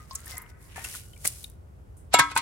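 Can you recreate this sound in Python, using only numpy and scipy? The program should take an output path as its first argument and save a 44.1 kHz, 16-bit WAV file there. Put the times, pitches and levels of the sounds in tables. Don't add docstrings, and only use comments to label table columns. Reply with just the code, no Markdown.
import sys
import numpy as np
from scipy import signal
from scipy.fft import rfft, irfft
from scipy.io import wavfile

SR = 44100
rng = np.random.default_rng(int(sys.argv[2]) if len(sys.argv) > 2 else 0)


def output_pcm(signal):
    pcm = np.clip(np.atleast_2d(signal).T, -1, 1) * 32767
    wavfile.write(sys.argv[1], SR, np.round(pcm).astype(np.int16))


N = 106413

# frequency_hz, gain_db
RUMBLE_SPECTRUM = [(25, -32), (47, -5), (75, 1), (135, -11), (260, -23.5), (430, -24.5), (1400, -40.5),
                   (4000, -53), (10000, -51.5), (16000, -58)]
# frequency_hz, side_over_mid_db
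FAR_WIDTH = [(60, -14), (1000, 4), (14000, -5)]
NEAR_WIDTH = [(200, -16), (800, -5.5), (2000, 2), (8000, 0.5), (12000, -17.5)]

# time_s, wash_db, spray_db
SWIRL_LEVELS = [(0, -64, -62), (0.059, -72.5, -67.5), (.15, -63, -54.5), (0.231, -64.5, -60),
                (0.308, -60, -43.5), (.38, -55, -58.5), (.46, -60.5, -74), (0.5, -64.5, -60.5),
                (0.551, -66.5, -96), (0.798, -68, -85)]
# frequency_hz, gain_db
WASH_SPECTRUM = [(300, -19.5), (800, -3), (1400, 1), (2100, 5), (2700, -11.5), (5000, -39.5)]
WASH_SPRAY_SPECTRUM = [(3000, -1.5), (4800, -2), (8500, 0.5), (14000, -6)]
# low_hz, high_hz
BLIP_RANGES = [(1000, 3000), (4800, 13000)]
# start_s, pitch_hz, glide_hz_per_s, level_db, t60_s
WET_NOTES = [(.002, 1247, -700, -48.5, 0.19), (0.112, 1054, 1098, -38.5, 0.16),
             (0.149, 1260, 1728, -56.5, 0.77), (.323, 2050, -200, -45, 0.33), (0.361, 960, 32, -55.5, 0.55),
             (.762, 908, 95, -49, 0.37), (.762, 1733, 1900, -43, 0.31), (.845, 1495, -2, -44.5, 0.18),
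             (.95, 1450, -19, -68, 3), (1.04, 2900, 0, -71, 1.1)]
# start_s, pitch_hz, level_db, t60_s
PLOPS = [(0.109, 973, -39, .05), (0.269, 1784, -38, .04), (.34, 704, -41, .05), (.372, 1997, -38, .09),
         (.779, 753, -34.5, .05), (0.846, 2670, -28.5, .035), (0.948, 1428, -36.5, .04),
         (1.135, 3030, -44.5, .03), (1.164, 2270, -48, .04), (1.443, 3730, -26.5, 0.017)]
# start_s, level_db, pitch_hz, t60_s
TICKS_AND_SCUFF = [(.1095, -40.5, 4770, 0.039), (.133, -41, 8660, 0.003), (0.1511, -28, 10500, 0.017),
                   (0.1552, -27, 7300, 0.027), (.189, -50, 10500, .014), (0.204, -38.5, 9600, 0.0056),
                   (0.258, -38.5, 9600, 0.043), (.279, -34, 11200, 0.0079), (.369, -40, 7260, 0.05),
                   (.3805, -24, 10600, 0.011), (0.4183, -41.5, 11900, 0.043), (1.2753, -13, 9900, .012),
                   (1.44, -34, 9800, .02), (1.499, -44.5, 11000, 0.017), (1.969, -59, 8930, 0.28)]

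# time_s, patter_db, fizz_db
LANDING_LEVELS = [(.57, -96, -79.5), (.63, -94, -58.5), (.71, -61.5, -63.5), (.79, -57.5, -60.5),
                  (.86, -61, -45), (.965, -51, -41.5), (1.03, -66.5, -56), (1.15, -89.5, -63),
                  (1.24, -64, -51), (1.285, -65, -48), (1.44, -70, -51), (1.56, -87, -78.5)]
# frequency_hz, gain_db
PATTER_SPECTRUM = [(900, -10.5), (2800, 6), (4500, -4.5), (7000, -5.5), (16000, -37)]
FIZZ_SPECTRUM = [(2000, -18.5), (4000, -12), (6500, -8.5), (10000, -2), (16000, -14.5)]
# start_s, rise_s, t60_s, slap_db, spray_db
SLUGS = [(0.76, .003, 0.59, -45, -47), (.843, .003, 0.099, -47.5, -36.5), (1.25, 0.0056, 0.064, -39.5, -26),
         (1.254, 0.0029, 0.067, -34.5, -30), (1.272, .004, 0.072, -60, -27.5)]
# frequency_hz, gain_db
SLAP_SPECTRUM = [(100, 8), (400, -1), (2200, 5), (3200, -7), (16000, -42.5)]
SLUG_SPRAY_SPECTRUM = [(800, -24.5), (5000, -6), (10000, 2), (14000, -10)]

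BOWL_PITCHES = [291, 964, 1079, 1287, 1310, 1530, 1594, 1658, 1943, 2008, 2198, 2422, 2514, 2776, 3406,
                3848, 7430]
# t60_s, base_db, edge_db, far_edge_db, pan_db
BOWL_MODES = [(0.61, -35.5, -36, -53, -0.5), (0.25, -16, -17, -29.5, -0.5), (0.22, -45, -16, -26, 1),
              (0.33, -34, -31, -44, 19), (0.37, -18, -21.5, -56.5, 4.5), (0.058, -19, -16.5, -21.5, 2),
              (0.19, -53, -13, -42, 2.5), (0.32, -30, -27, -59, 1), (0.32, -40, -34, -52, -4),
              (0.27, -47, -27, -37.5, 9), (0.29, -18.5, -23, -32, 3), (0.24, -38, -29, -43, -6),
              (0.09, -35, -44, -28, -4), (0.095, -18, -45, -50, -1.5), (0.34, -30.5, -45, -49, 12),
              (0.068, -21.5, -47, -58, 15), (0.095, -17, -59, -60, -1)]
BOWL_SPOTS = ["base", "edge", "far edge"]
# pitch_hz, lag_rad
RIGHT_LAG = [(1980, 0.73), (2240, -0.7)]
# start_s, spot_name, ring_db, rise_s, clatter_db, grit_db
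GROUND_KNOCKS = [(2.1418, "base", -1, 0.0051, -21, -16), (2.1885, "edge", -9, 0.0012, -31, -24),
                 (2.194, "edge", -4.5, 0.002, -22.5, -17), (2.317, "far edge", -14.5, 0.019, -44, -47.5),
                 (2.356, "far edge", -16.5, 0.0052, -59, -36.5), (2.364, "far edge", 1.5, 0.0011, -31, -37),
                 (2.3757, "far edge", -15, 0.0012, -30.5, -19.5)]
# frequency_hz, gain_db
CLATTER_SPECTRUM = [(500, -2), (900, 7.5), (4200, 6.5), (8000, -4), (11000, -30.5)]
GRIT_SPECTRUM = [(120, -35), (1000, -26), (3000, -14), (6000, -4), (7500, 4), (10000, 4.5), (12000, -6),
                 (16000, -16)]
# start_s, pitch_hz, level_db, t60_s
WEIGHT_CLONKS = [(2.1432, 738, -2.5, 0.013), (2.145, 382, -22, 0.028), (2.1961, 1770, -8, 0.037),
                 (2.2, 307, -30.5, 0.021), (2.202, 146, -26.5, 0.058), (2.3645, 927, -13, 0.048)]

WATER_PAN_DB = 6
BUBBLE_GLIDE_PER_S, WATER_RISE_S = 2.95, .0015
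LN_1000 = np.log(1000)
TIME_S, BIN_HZ = np.arange(N) / SR, np.arange(N // 2 + 1) * SR / N


def amp(db):
    return 10 ** (np.asarray(db) / 20)


def pan(db):
    return amp(np.array([[db], [-db]]) / 2)


def gains(points):
    hz, db = np.array(points).T
    return amp(np.interp(np.log(BIN_HZ + 1), np.log(hz), db))


def band(low_hz, high_hz):
    return [(low_hz / 10, -70), (low_hz / 2, -30), (low_hz, -3), (np.sqrt(low_hz * high_hz), 0),
            (high_hz, -3), (high_hz * 2, -30), (high_hz * 10, -70)]


def texture(points, scatter_db=0, width=NEAR_WIDTH, grains_per_s=3500):
    noise = rng.standard_normal((2, N))
    if scatter_db:
        clicks = np.sign(noise) * (rng.random(N) < grains_per_s / SR)
        noise = clicks * amp(scatter_db * np.minimum(rng.exponential(size=N), 6))
    spectrum = rfft(noise) * gains(points)
    mid, side = irfft(spectrum[0], N), irfft(spectrum[1] * gains(width), N)
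    return np.array([mid + side, mid - side]) / mid.std()


def wander(rate_hz):
    motion = irfft(rfft(rng.standard_normal(N)) * np.exp(-(BIN_HZ / rate_hz) ** 2), N)
    return motion / motion.std()


def strike(start, rise, t60):
    age = TIME_S - start
    exponent = np.where(age < 0, 2 * age / rise, -LN_1000 * age / t60)
    return np.exp(np.maximum(exponent, -60))


def ring(start, hz, t60, glide_hz_per_s=0, lag_rad=0):
    out, first = np.zeros(N), int(start * SR)
    age = np.arange(min(N - first, int(2 * t60 * SR))) / SR
    phase = 2 * np.pi * (hz + glide_hz_per_s * age / 2) * age - lag_rad
    out[first:first + len(age)] = np.exp(-LN_1000 * age / t60) * np.sin(phase)
    return out


def flow(table, spectra, blip_db, blips_per_s=(90, 300), t60_cycles=26):
    time_s, *levels = np.array(table).T
    span_s = time_s[-1] - time_s[0]
    out = np.zeros((2, N))
    layers = zip(levels, spectra, BLIP_RANGES, blips_per_s, blip_db)
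    for level_db, spectrum, (low_hz, high_hz), per_s, over_db in layers:
        out += amp(np.interp(TIME_S, time_s, level_db, right=-120)) * texture(spectrum, scatter_db=3)
        for when, pitch, loudness, side in rng.random((N // 20, 4))[:int(per_s * span_s)]:
            start = time_s[0] + when * span_s
            hz = low_hz * (high_hz / low_hz) ** pitch
            scatter_db = 4 * min(-np.log(1 - loudness), 2)
            db = np.interp(start, time_s, level_db) + over_db + scatter_db
            first, age = int(start * SR), np.arange(int(t60_cycles / hz * SR)) / SR
            phase = 2 * np.pi * hz * age * (1 + BUBBLE_GLIDE_PER_S * age / 2)
            chirp = np.exp(-LN_1000 * age * hz / t60_cycles) * np.sin(phase)
            out[:, first:first + len(age)] += amp(db) * pan(2 * side * WATER_PAN_DB) * chirp
    return out


def distant_rumble(level_db=-48):
    return amp(level_db) * texture(RUMBLE_SPECTRUM, width=FAR_WIDTH)


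def swirl():
    return flow(SWIRL_LEVELS, (WASH_SPECTRUM, WASH_SPRAY_SPECTRUM), blip_db=(1, 5))


def stirred_bowl(over_wash_db=-1, bend_share=.026):
    time_s, wash_db, _ = np.array(SWIRL_LEVELS).T
    bent_time = np.cumsum(1 + bend_share * wander(rate_hz=1.7)) / SR
    notes = sum(wander(rate_hz=6.3) * np.sin(2 * np.pi * hz * bent_time) for hz in BOWL_PITCHES[1:11])
    envelope = amp(over_wash_db + np.interp(TIME_S, time_s, wash_db, right=-120))
    return envelope * pan(WATER_PAN_DB) * notes / notes.std()


def wet_bowl(waver_rad=.6):
    out = np.zeros(N)
    for start, hz, glide_hz_per_s, db, t60 in WET_NOTES:
        age = TIME_S - start
        phase = 2 * np.pi * (hz + glide_hz_per_s * age / 2) * age + waver_rad * wander(rate_hz=22)
        out += amp(db) * strike(start, WATER_RISE_S, t60) * np.sin(phase)
    return pan(WATER_PAN_DB) * out


def bubbles(splash_db=-14):
    out = np.zeros((2, N))
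    for start, hz, db, t60 in PLOPS:
        fade_in = np.clip((TIME_S - start) / WATER_RISE_S, 0, 1)
        chirp = fade_in * ring(start, hz, t60, hz * BUBBLE_GLIDE_PER_S)
        splash = strike(start, WATER_RISE_S, t60) * texture(band(hz / 1.44, hz * 1.26))
        out += amp(db) * (chirp + amp(splash_db) * splash)
    return pan(WATER_PAN_DB) * out


def drops_and_scuff(rise_s=.0002, edge_ratio=1.0808):
    return sum(amp(db) * strike(start, rise_s, t60) * texture(band(hz / edge_ratio, hz * edge_ratio))
               for start, db, hz, t60 in TICKS_AND_SCUFF)


def landing_water():
    return flow(LANDING_LEVELS, (PATTER_SPECTRUM, FIZZ_SPECTRUM), blip_db=(3, -3))


def splats():
    slap = pan(WATER_PAN_DB) * texture(SLAP_SPECTRUM, scatter_db=3)
    spray = texture(SLUG_SPRAY_SPECTRUM, scatter_db=3)
    return sum(strike(start, rise, t60) * (amp(slap_db) * slap + amp(spray_db) * spray)
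               for start, rise, t60, slap_db, spray_db in SLUGS)


def knocked_bowl(sag_hz=15.5, chatter_depth=.28):
    out = np.zeros((2, N))
    for hz, (t60, *spot_db, pan_db) in zip(BOWL_PITCHES, BOWL_MODES):
        lag = np.interp(hz, *np.array(RIGHT_LAG).T)
        mode = np.zeros((2, N))
        for start, spot, ring_db, *_ in GROUND_KNOCKS:
            pitch_hz = hz - sag_hz * (spot == "far edge")
            tone = np.array([ring(start, pitch_hz, t60), ring(start, pitch_hz, t60, lag_rad=lag)])
            mode += amp(ring_db + spot_db[BOWL_SPOTS.index(spot)]) * tone
        out += pan(pan_db) * mode * (1 + chatter_depth * wander(rate_hz=80))
    return out


def clatter_and_grit():
    clatter, grit = texture(CLATTER_SPECTRUM), texture(GRIT_SPECTRUM, scatter_db=.98)
    out = np.zeros((2, N))
    for start, _, _, rise, clatter_db, grit_db in GROUND_KNOCKS:
        out += amp(clatter_db) * clatter * strike(start, 2 * rise, t60=.11)
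        out += amp(grit_db) * grit * strike(start, rise, t60=.038)
    return out


def clonks(rise_cycles=1.8, right_lag_s=.00017):
    arrival = TIME_S - np.array([[0], [right_lag_s]])
    return sum(amp(db) * strike(start, rise_cycles / hz, t60) * np.sin(2 * np.pi * hz * (arrival - start))
               for start, hz, db, t60 in WEIGHT_CLONKS)


def reflections(near, level_db=-18.5, t60=.3):
    age = TIME_S[:SR // 2]
    tail = rng.standard_normal((2, len(age))) * np.exp(-LN_1000 * age / t60) * (age > .005)
    tail /= np.sqrt(np.sum(tail[0] ** 2))
    return amp(level_db) * signal.fftconvolve(near, tail, axes=1)[:, :N]


def scene(low_cut_hz=87):
    set_down = knocked_bowl() + clatter_and_grit() + clonks()
    rinse = drops_and_scuff() + bubbles() + wet_bowl() + stirred_bowl()
    rinse += splats() + swirl() + landing_water()
    low_cut = signal.butter(2, low_cut_hz, "high", fs=SR, output="sos")
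    near = signal.sosfilt(low_cut, rinse + set_down)
    return near + reflections(near) + distant_rumble()


def record(dry, top_hz=16000):
    rounded = dry / (1 + dry ** 4) ** (1 / 4)
    return signal.sosfilt(signal.ellip(8, .2, 80, top_hz, fs=SR, output="sos"), rounded)


dry = scene()
out = record(dry)
output_pcm(out)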